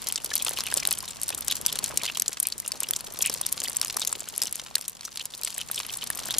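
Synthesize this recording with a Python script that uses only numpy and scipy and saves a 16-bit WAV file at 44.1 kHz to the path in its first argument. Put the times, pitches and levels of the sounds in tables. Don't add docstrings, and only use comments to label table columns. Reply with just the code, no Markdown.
import sys
import numpy as np
from scipy import signal
from scipy.fft import rfft, irfft, next_fast_len
from scipy.io import wavfile
from scipy.ndimage import uniform_filter1d

SR = 44100
rng = np.random.default_rng(int(sys.argv[2]) if len(sys.argv) > 2 else 0)


def generate_wav(sig):
    pcm = np.round(np.clip(np.atleast_2d(sig).T, -1, 1) * 32767).astype(np.int16)
    wavfile.write(sys.argv[1], SR, pcm)


def nominal_scale(level):
    x = np.asarray(level, float) / 20
    return 10 ** x


N = 281799

# (time [s], peak level [dB], pitch of the water pocket [Hz], crack level in that mix [dB])
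CLEAR_DROPS = [(0.0704, -10.5, 6240, -18), (0.0862, -10, 6170, -1), (0.1234, -9, 8550, -10),
               (0.158, -10, 5040, -29), (0.177, -18, 3330, -16), (0.2448, -13, 8500, -1),
               (0.2594, -22, 4700, -5), (0.3037, -19, 3600, -12), (0.3372, -11, 5250, -14),
               (0.3542, -5.5, 8300, 4), (0.3582, -14, 4440, -2), (0.3644, -14.5, 4300, -7),
               (0.3781, -14, 6100, -7), (0.448, -9, 8700, -10), (0.4726, -15, 6600, -2),
               (0.4926, -11, 6140, 2), (0.5724, -19, 3430, -9), (0.5866, -12.5, 4240, -4.5),
               (0.637, -13, 3430, 9), (0.6663, -12, 5900, 4), (0.723, -19, 4970, -8),
               (0.7403, -10, 8900, -3), (0.768, -17, 8320, -12), (0.7732, -7.5, 8050, -18),
               (0.7998, -13, 5700, -14), (0.852, -6.5, 3720, -13), (0.873, -6, 8800, -5),
               (0.9093, -6, 9000, 1), (0.9264, -9, 8950, 0), (0.9868, -15, 8230, -1),
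               (1.0046, -19, 4910, -4), (1.026, -23, 6800, 0), (1.0782, -20.5, 3850, -9),
               (1.1074, -22, 7200, -11), (1.2152, -12.5, 8300, -4), (1.2328, -8.5, 8100, -5),
               (1.2804, -17, 8320, -11), (1.29, -10.5, 4670, 0), (1.3034, -14.5, 3730, 2),
               (1.347, -13.5, 6900, -1), (1.3786, -18, 7650, -3), (1.4075, -19, 6120, 9),
               (1.4811, -6, 6800, -5.5), (1.5115, -9.5, 3320, -1.5), (1.6132, -16.5, 7840, 2),
               (1.6626, -5, 6160, -4), (1.6677, -14, 8700, -4), (1.727, -10.5, 5100, -1),
               (1.7564, -17, 8700, -5), (1.7885, -9.5, 4640, -3), (1.8409, -6.5, 7200, -9.5),
               (1.8456, -16, 4350, -5), (1.8605, -16, 4560, -13), (1.9732, -4, 8160, -9),
               (2.034, -8.5, 3630, -7), (2.053, -12.5, 4430, -10), (2.0626, -18, 4590, -9),
               (2.1975, -9.5, 8000, -7), (2.2208, -6, 5640, -2), (2.2803, -7.5, 7260, -20),
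               (2.3296, -17.5, 6800, -4), (2.4003, -9.5, 6040, 2), (2.4279, -9, 8850, 3),
               (2.4699, -4, 8470, 0), (2.4862, -16, 8690, 10), (2.5224, -13, 4470, -16),
               (2.58, -20, 8760, -15), (2.6614, -21, 6600, -15), (2.6777, -14.5, 8740, -8),
               (2.7186, -10, 4850, -8.5), (2.8036, -11, 7660, 4), (2.832, -10.5, 7750, -12),
               (2.8872, -16.5, 5350, -3), (2.9088, -10, 5640, 4), (2.9347, -13, 3400, -7.5),
               (2.9622, -10, 7000, -15), (2.9664, -20, 8630, -2), (3.007, -19, 4210, -2),
               (3.138, -23, 4240, 15), (3.1889, -18, 5830, 1), (3.2154, -13, 9000, -9),
               (3.2221, -8, 6700, -5), (3.226, -12, 5800, -2), (3.2602, -6.5, 8900, -4),
               (3.272, -13, 6840, -5), (3.2969, -12, 5400, -6), (3.3395, -14.5, 8060, 0),
               (3.4131, -7.5, 8800, -8), (3.4645, -6.5, 6070, 7), (3.5253, -8.5, 8300, 4),
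               (3.602, -13, 6740, -13), (3.6377, -8, 8450, -8), (3.6434, -17, 4540, -5),
               (3.682, -15, 4570, -12), (3.6969, -14, 8550, -2), (3.73, -23, 8270, -16),
               (3.7673, -10.5, 8260, -7.5), (3.8142, -3.5, 5160, -2), (3.8476, -10, 6940, -2),
               (3.881, -19, 5050, -3), (3.943, -22, 3970, -7), (3.9671, -10.5, 5800, -3),
               (3.996, -15, 7700, -16), (4.005, -19, 8600, -11), (4.0168, -14, 3880, -13),
               (4.0492, -12.5, 5050, -7), (4.0736, -7.5, 6800, -7), (4.0931, -21, 6900, -9),
               (4.127, -12.5, 7800, -15), (4.153, -20.5, 3800, -31), (4.204, -16, 8100, -18),
               (4.2869, -14.5, 6600, -1), (4.362, -20.5, 5490, -5), (4.3787, -9.5, 7700, 2),
               (4.4176, -6, 5140, -13), (4.4248, -11, 5100, -5), (4.4344, -7, 8120, -7),
               (4.47, -15.5, 6050, -21), (4.5255, -14, 8600, 6), (4.556, -13.5, 6700, 3),
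               (4.7538, -6, 4330, -7), (4.8112, -20.5, 5560, -2), (4.8805, -14.5, 7500, -5),
               (4.896, -22, 7510, 6), (5.0511, -16, 6000, -11), (5.1728, -15.5, 4200, -8),
               (5.1964, -17.5, 3970, -16), (5.2547, -16, 7300, -3), (5.4337, -12, 5400, -2.5),
               (5.4478, -9.5, 8250, -20), (5.5428, -22, 7400, -22), (5.5796, -18, 7900, -1),
               (5.6131, -14.5, 5400, 1.5), (5.7132, -15, 3900, 12), (5.7448, -18, 5400, -5),
               (5.7585, -18, 8300, -8), (5.7774, -16, 3370, -15), (5.789, -22, 8390, -2),
               (5.865, -16, 5600, 15), (5.9249, -22, 8170, -3), (5.9717, -16, 8400, 3),
               (6.0392, -20.5, 3370, 6), (6.102, -9, 7750, 6), (6.1554, -21, 8210, 5),
               (6.1735, -18, 5200, 0), (6.1918, -16, 6560, -3), (6.2554, -18, 7900, -2),
               (6.3074, -14.5, 3700, -9), (6.3834, -5.5, 7960, -1.5)]
# (time [s], peak level [dB], pitch [Hz], time to die by 60 dB [s])
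SLUSH_THUDS = [(0.313, -23.5, 1750, 0.018), (0.471, -23.5, 1210, 0.0062), (0.511, -26, 557, 0.007),
               (0.588, -23, 1010, 0.009), (0.724, -17.5, 1520, 0.0055), (0.773, -23.5, 507, 0.0063),
               (0.826, -29.5, 1060, 0.007), (0.884, -28, 514, 0.01), (1.03, -30.5, 1050, 0.017),
               (1.304, -28.5, 568, 0.012), (1.384, -28.5, 1320, 0.007), (1.908, -28, 1210, 0.0083),
               (1.923, -29, 1040, 0.013), (2.051, -28, 1600, 0.007), (2.098, -25.5, 1680, 0.0089),
               (2.822, -27.5, 1070, 0.0075), (3.298, -24, 504, 0.0056), (3.411, -26, 853, 0.0083),
               (3.846, -28, 1230, 0.006), (3.969, -18, 1200, 0.0058), (4.017, -30, 1380, 0.008),
               (4.127, -22, 1220, 0.0046), (4.274, -32, 1520, 0.0085), (4.766, -26.5, 1630, 0.0099),
               (5.08, -29.5, 1200, 0.0062), (5.578, -26.5, 1690, 0.0061), (5.7, -25, 1090, 0.0053),
               (6.102, -19.5, 1770, 0.0079), (6.288, -25, 802, 0.0042), (6.307, -28, 1100, 0.007)]
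# (time [s], spray level [dB], hush level [dB])
FLOW_LEVELS = [(0.0, -37.5, -50), (0.1, -40.5, -49.5), (0.21, -45.5, -52), (0.33, -37.5, -49.5),
               (0.76, -36.5, -46.5), (1.12, -41.5, -50.5), (1.92, -37, -45.5), (2.3, -43.5, -54.5),
               (2.53, -42.5, -53.5), (3.2, -42.5, -50), (3.31, -39, -49), (4.0, -41, -51),
               (4.22, -42.5, -53), (4.66, -42.5, -53.5), (4.98, -48.5, -57.5), (5.92, -39.5, -51),
               (6.39, -38, -46)]
# (frequency [Hz], gain [dB])
PATTER_COLOUR = [(1060, 5.5), (1800, -2), (4150, 1.5), (6780, 0.5), (8870, -1), (12000, -2.5), (13600, -5),
                 (15600, -8), (16500, -38)]
# (frequency [Hz], level per Hz [dB])
AIR_COLOUR = [(12, -38), (20, -2), (101, 3.5), (250, 1.5), (306, -3), (874, -4), (987, -0.5), (1880, -9.5),
              (2500, -10), (3250, -8), (5500, -120)]
# (frequency [Hz], gain [dB])
CRACK_COLOUR = [(6000, -30), (8500, 15), (11500, 18), (13500, 10), (16000, -39)]
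# (frequency [Hz], gain [dB])
SPLASH_COLOUR = [(500, -9), (1800, -14), (3000, -0.5), (8000, 9.5), (12000, -15)]
# (frequency [Hz], gain [dB])
STEREO_WIDTH = [(60, 1), (120, 2.5), (240, 4.5), (480, 0.5), (950, -1.5), (1890, -4.5), (3770, -11),
                (7520, 2.5), (15000, 9.5)]
# (frequency [Hz], gain [dB])
MIC_ROLLOFF = [(11000, -1.5), (13500, -2.5), (15000, -4), (16000, -16), (16800, -32)]
# (frequency [Hz], level per Hz [dB])
FIZZ_COLOUR = [(1000, -21), (1800, -2.5), (4000, 0.5), (8000, -3.5), (12000, -10), (16000, -22)]
# (time [s], peak level [dB], pitch [Hz])
TRAPPED_BUBBLES = [(0.1007, -21, 3100), (0.179, -23, 2960), (0.304, -26, 3750), (0.398, -21, 3430),
                   (0.4044, -26, 3350), (0.4084, -28, 3440), (0.414, -25, 3300), (0.573, -20, 2850),
                   (0.656, -24, 2980), (0.6708, -16.5, 2700), (0.7176, -26, 2760), (0.826, -22, 2400),
                   (0.9366, -25, 3140), (1.3257, -23, 2600), (1.5015, -16, 3850), (1.511, -17, 3200),
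                   (1.681, -22, 3450), (1.6902, -21, 3530), (1.698, -19.5, 3260), (2.0146, -23, 2370),
                   (2.0617, -20, 2800), (2.0778, -18, 3080), (2.0856, -20, 2530), (2.0984, -18, 2720),
                   (2.155, -20.5, 3170), (2.452, -27, 2450), (2.65, -29.5, 2770), (2.8418, -22.5, 2820),
                   (3.2075, -19, 3300), (3.2417, -23, 2500), (3.2515, -14.5, 2880), (3.265, -16.5, 2590),
                   (3.2805, -21, 2530), (3.436, -27, 3720), (3.6556, -19, 3070), (4.0245, -16, 3700),
                   (4.0317, -22, 3170), (4.4625, -27, 3020), (5.2092, -22.5, 3020), (5.2147, -25, 2990),
                   (5.3373, -23.5, 3610), (5.5893, -24.5, 3150), (5.6068, -27, 3100), (5.6138, -19.5, 3030),
                   (5.7786, -19, 3040), (5.896, -21.5, 3140), (6.0236, -19.5, 3010), (6.3162, -19.5, 3650)]


def unit(x):
    return x / np.sqrt(np.mean(x ** 2) + 1e-20)


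def peaked(rows):
    return rows / (np.abs(rows).max(axis=-1, keepdims=True) + 1e-12)


def along(points, hz):
    f, db = np.transpose(points)
    return nominal_scale(np.interp(np.log(hz + 1), np.log(f + 1), db))


def filtered(x, response):
    m = next_fast_len(x.shape[-1] + 1024)
    spectrum = rfft(x, m) * response(np.fft.rfftfreq(m, 1 / SR))
    return irfft(spectrum, m)[..., :x.shape[-1]]


def pocket(hz, q):
    return lambda f: 1j * f * hz / q / (hz ** 2 - f ** 2 + 1j * f * hz / q)


def placed(s, rows, lean):
    at = np.round(s * SR).astype(int)[:, None] + np.arange(rows.shape[1])
    room = N + rows.shape[1] + SR
    mid = np.bincount(at.ravel(), rows.ravel(), room)[:N]
    side = np.bincount(at.ravel(), (rows * lean[:, None]).ravel(), room)[:N]
    return np.array([mid, side])


def burst(t60, rise, grainy_db, size):
    t = np.arange(size) / SR
    noise, lumps = rng.standard_normal((len(t60), 2, size)).transpose(1, 0, 2)
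    lumps = unit(uniform_filter1d(lumps, size=24))
    contact = 1 + 0.86 * np.exp(-t / 0.001)
    fade = nominal_scale(grainy_db * lumps - 60 * t / t60)
    return noise * contact * fade * (1 - np.exp(-t / rise))


def snap(wide_s, late_s, size):
    u = np.maximum(np.arange(size) / SR - late_s, 0) / wide_s
    return peaked(u * (2 - u) * np.exp(-u))


def ticks(s, db, low_hz, pitch_db):
    pitch, life, side = rng.random((len(s), 3)).T[..., None]
    puff = burst(0.0017 + 0.027 * life, rise=0.00072, grainy_db=-0.5, size=500)
    hz = low_hz * nominal_scale(pitch_db * pitch)
    sound = peaked(filtered(puff, pocket(hz, q=1.35)))
    return placed(s, sound * nominal_scale(db)[:, None], 2.6 * (side[:, 0] - 0.5))


def spray(level_db, count):
    when, size = rng.random((count, 2)).T
    patter = ticks(when * N / SR, -3.8 * np.log(size + 0.0045), low_hz=2770, pitch_db=13)
    patter = filtered(patter, lambda f: along(PATTER_COLOUR, f))
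    fizz = filtered(rng.standard_normal((2, N)), lambda f: along(FIZZ_COLOUR, f))
    return nominal_scale(level_db) * (nominal_scale(-0.5) * unit(patter) + nominal_scale(-10.5) * unit(fizz))


def hush(level_db, count):
    when, size = rng.random((count, 2)).T
    pats = ticks(when * N / SR, -3.1 * np.log(size + 0.012), low_hz=400, pitch_db=13)
    pats = filtered(pats, lambda f: 1 / (1 + 1j * f / 2200) ** 2)
    air = filtered(rng.standard_normal((2, N)), lambda f: along(AIR_COLOUR, f))
    return nominal_scale(level_db) * (nominal_scale(-0.26) * unit(air) + nominal_scale(-3.5) * unit(pats))


def faint_drops(spray_db, count):
    when, size, pitch, crack = rng.random((count, 4)).T
    db = spray_db[(when * N).astype(int)] + 17 + 4.5 * np.log(size + 0.01)
    hz = 2830 * nominal_scale(7.5 * pitch)
    crack_db = -5 + 12 * (pitch - 0.5) + 8 * (crack - 0.5)
    return np.transpose([when * N / SR, db, hz, crack_db])


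def drops(rows):
    s, db, hz, crack_db = np.transpose(rows)[..., None]
    middle_hz = 4880
    t60 = 0.013 * (middle_hz / hz) ** 0.088
    t60 = t60 * nominal_scale(2.5 * rng.standard_normal(s.shape) - 0.27 * (db + 15.5))
    t60 = np.clip(t60, 0.004, 0.05)

    crack = burst(0.82 * t60, rise=0.00049, grainy_db=3.0, size=1500)
    crack = filtered(crack, lambda f: along(CRACK_COLOUR, f))

    bubbly = 5.05 + 160 * t60 * (3000 / hz) ** 0.45
    ring = burst(1.26 * t60, rise=0.00042, grainy_db=5.0, size=1500)
    ring = filtered(filtered(ring, pocket(hz, q=bubbly)), pocket(hz, q=0.38))

    splash = burst(0.0024 + 1.23 * t60, rise=0.00066, grainy_db=9, size=1500)
    splash = filtered(splash, lambda f: along(SPLASH_COLOUR, f))

    sound = nominal_scale(crack_db) * peaked(crack) + nominal_scale(-2.5) * peaked(ring) + nominal_scale(-6) * peaked(splash)
    snap_db = -4.5 + 3.2 * rng.standard_normal(s.shape)
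    snap_wide_s = 0.00003 * (middle_hz / hz) ** 0.88
    sound = peaked(sound) + nominal_scale(snap_db) * snap(snap_wide_s, late_s=0.0004, size=1500)
    lean = rng.triangular(-1.1, 0, 1.1, len(s))
    return placed(s[:, 0], nominal_scale(db) * peaked(sound), lean)


def droplets(count):
    s, db = np.repeat(np.transpose(CLEAR_DROPS)[:2], count, axis=1)
    delay, size = rng.exponential(size=(len(s), 2)).T
    delay = 0.0035 + 0.0097 * delay
    db = db - 31 - 250 * delay + 4.1 * np.minimum(size, 2.5)
    return ticks(np.minimum(s + delay, N / SR), db, low_hz=2460, pitch_db=5.5)


def bubbles(count):
    s, db, hz = np.repeat(TRAPPED_BUBBLES, count, axis=0).T
    sister = np.arange(len(s)) % count > 0
    when, size, pitch, life, lean = rng.standard_normal((len(s), 5)).T
    s = s + sister * 0.009 * when
    db = db + sister * (-11 + 3 * size)
    hz = hz * nominal_scale(sister * 1.43 * pitch)

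    cycles = hz[:, None] * np.arange(800) / SR
    t60_cycles = 44.6 * nominal_scale(2.4 * life)[:, None]
    shape = nominal_scale(-60 * cycles / t60_cycles) * (1 - np.exp(-(cycles / 1.25) ** 2))
    pitch_rise = 0.0014
    tone = np.sin(2 * np.pi * cycles * (1 + pitch_rise * (cycles / 2 - 5)))
    shiver = unit(uniform_filter1d(rng.standard_normal(tone.shape), size=40))
    tone = tone * nominal_scale(3.0 * shiver)

    froth = burst(np.full((len(s), 1), 0.024), rise=0.00093, grainy_db=4, size=800)
    froth = filtered(froth, pocket(1.22 * hz[:, None], q=3.5))
    sound = peaked(peaked(shape * tone) + nominal_scale(-4.5) * peaked(froth))
    return placed(np.clip(s, 0, N / SR), nominal_scale(db)[:, None] * sound, 0.25 * lean)


def thuds():
    s, db, hz, t60 = np.transpose(SLUSH_THUDS)[..., None]
    t60 = np.clip(t60, 0.002, 0.04)
    puff = burst(t60, rise=0.0018, grainy_db=2.5, size=1500)
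    hollow = filtered(puff, pocket(hz, q=0.53 * t60 * hz))
    knock = filtered(puff, pocket(880, q=0.83))
    sound = peaked(hollow) + nominal_scale(-5.0) * peaked(knock)
    sound = filtered(sound, lambda f: 1 / (1 + 1j * f / 2900) ** 2)
    sound = peaked(sound) + nominal_scale(-3) * snap(0.00008, late_s=0.000814, size=1500)
    return placed(s[:, 0], nominal_scale(db) * peaked(sound), 0.51 * rng.standard_normal(len(s)))


def scene():
    s, *levels = np.transpose(FLOW_LEVELS)
    spray_db, hush_db = (np.interp(np.arange(N) / SR, s, level) for level in levels)
    mix = spray(spray_db, count=800) + hush(hush_db, count=300)
    mix = mix + drops(CLEAR_DROPS) + drops(faint_drops(spray_db, count=40)) + droplets(count=3)
    mix = mix + bubbles(count=4) + thuds()
    mid, side = mix
    side = filtered(side, lambda f: 1j * along(STEREO_WIDTH, f))
    side = side + filtered(mid, lambda f: 0.15 * along(STEREO_WIDTH, f) * f ** 2 / (f ** 2 + 4000 ** 2))
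    return np.array([mid + side, mid - side])


def roll_off(x):
    return signal.sosfilt(signal.butter(12, 16820, fs=SR, output="sos"), x)


def record(dry):
    heard = filtered(dry, lambda f: along(MIC_ROLLOFF, f))
    return roll_off(heard)


dry = scene()
out = record(dry)
generate_wav(out)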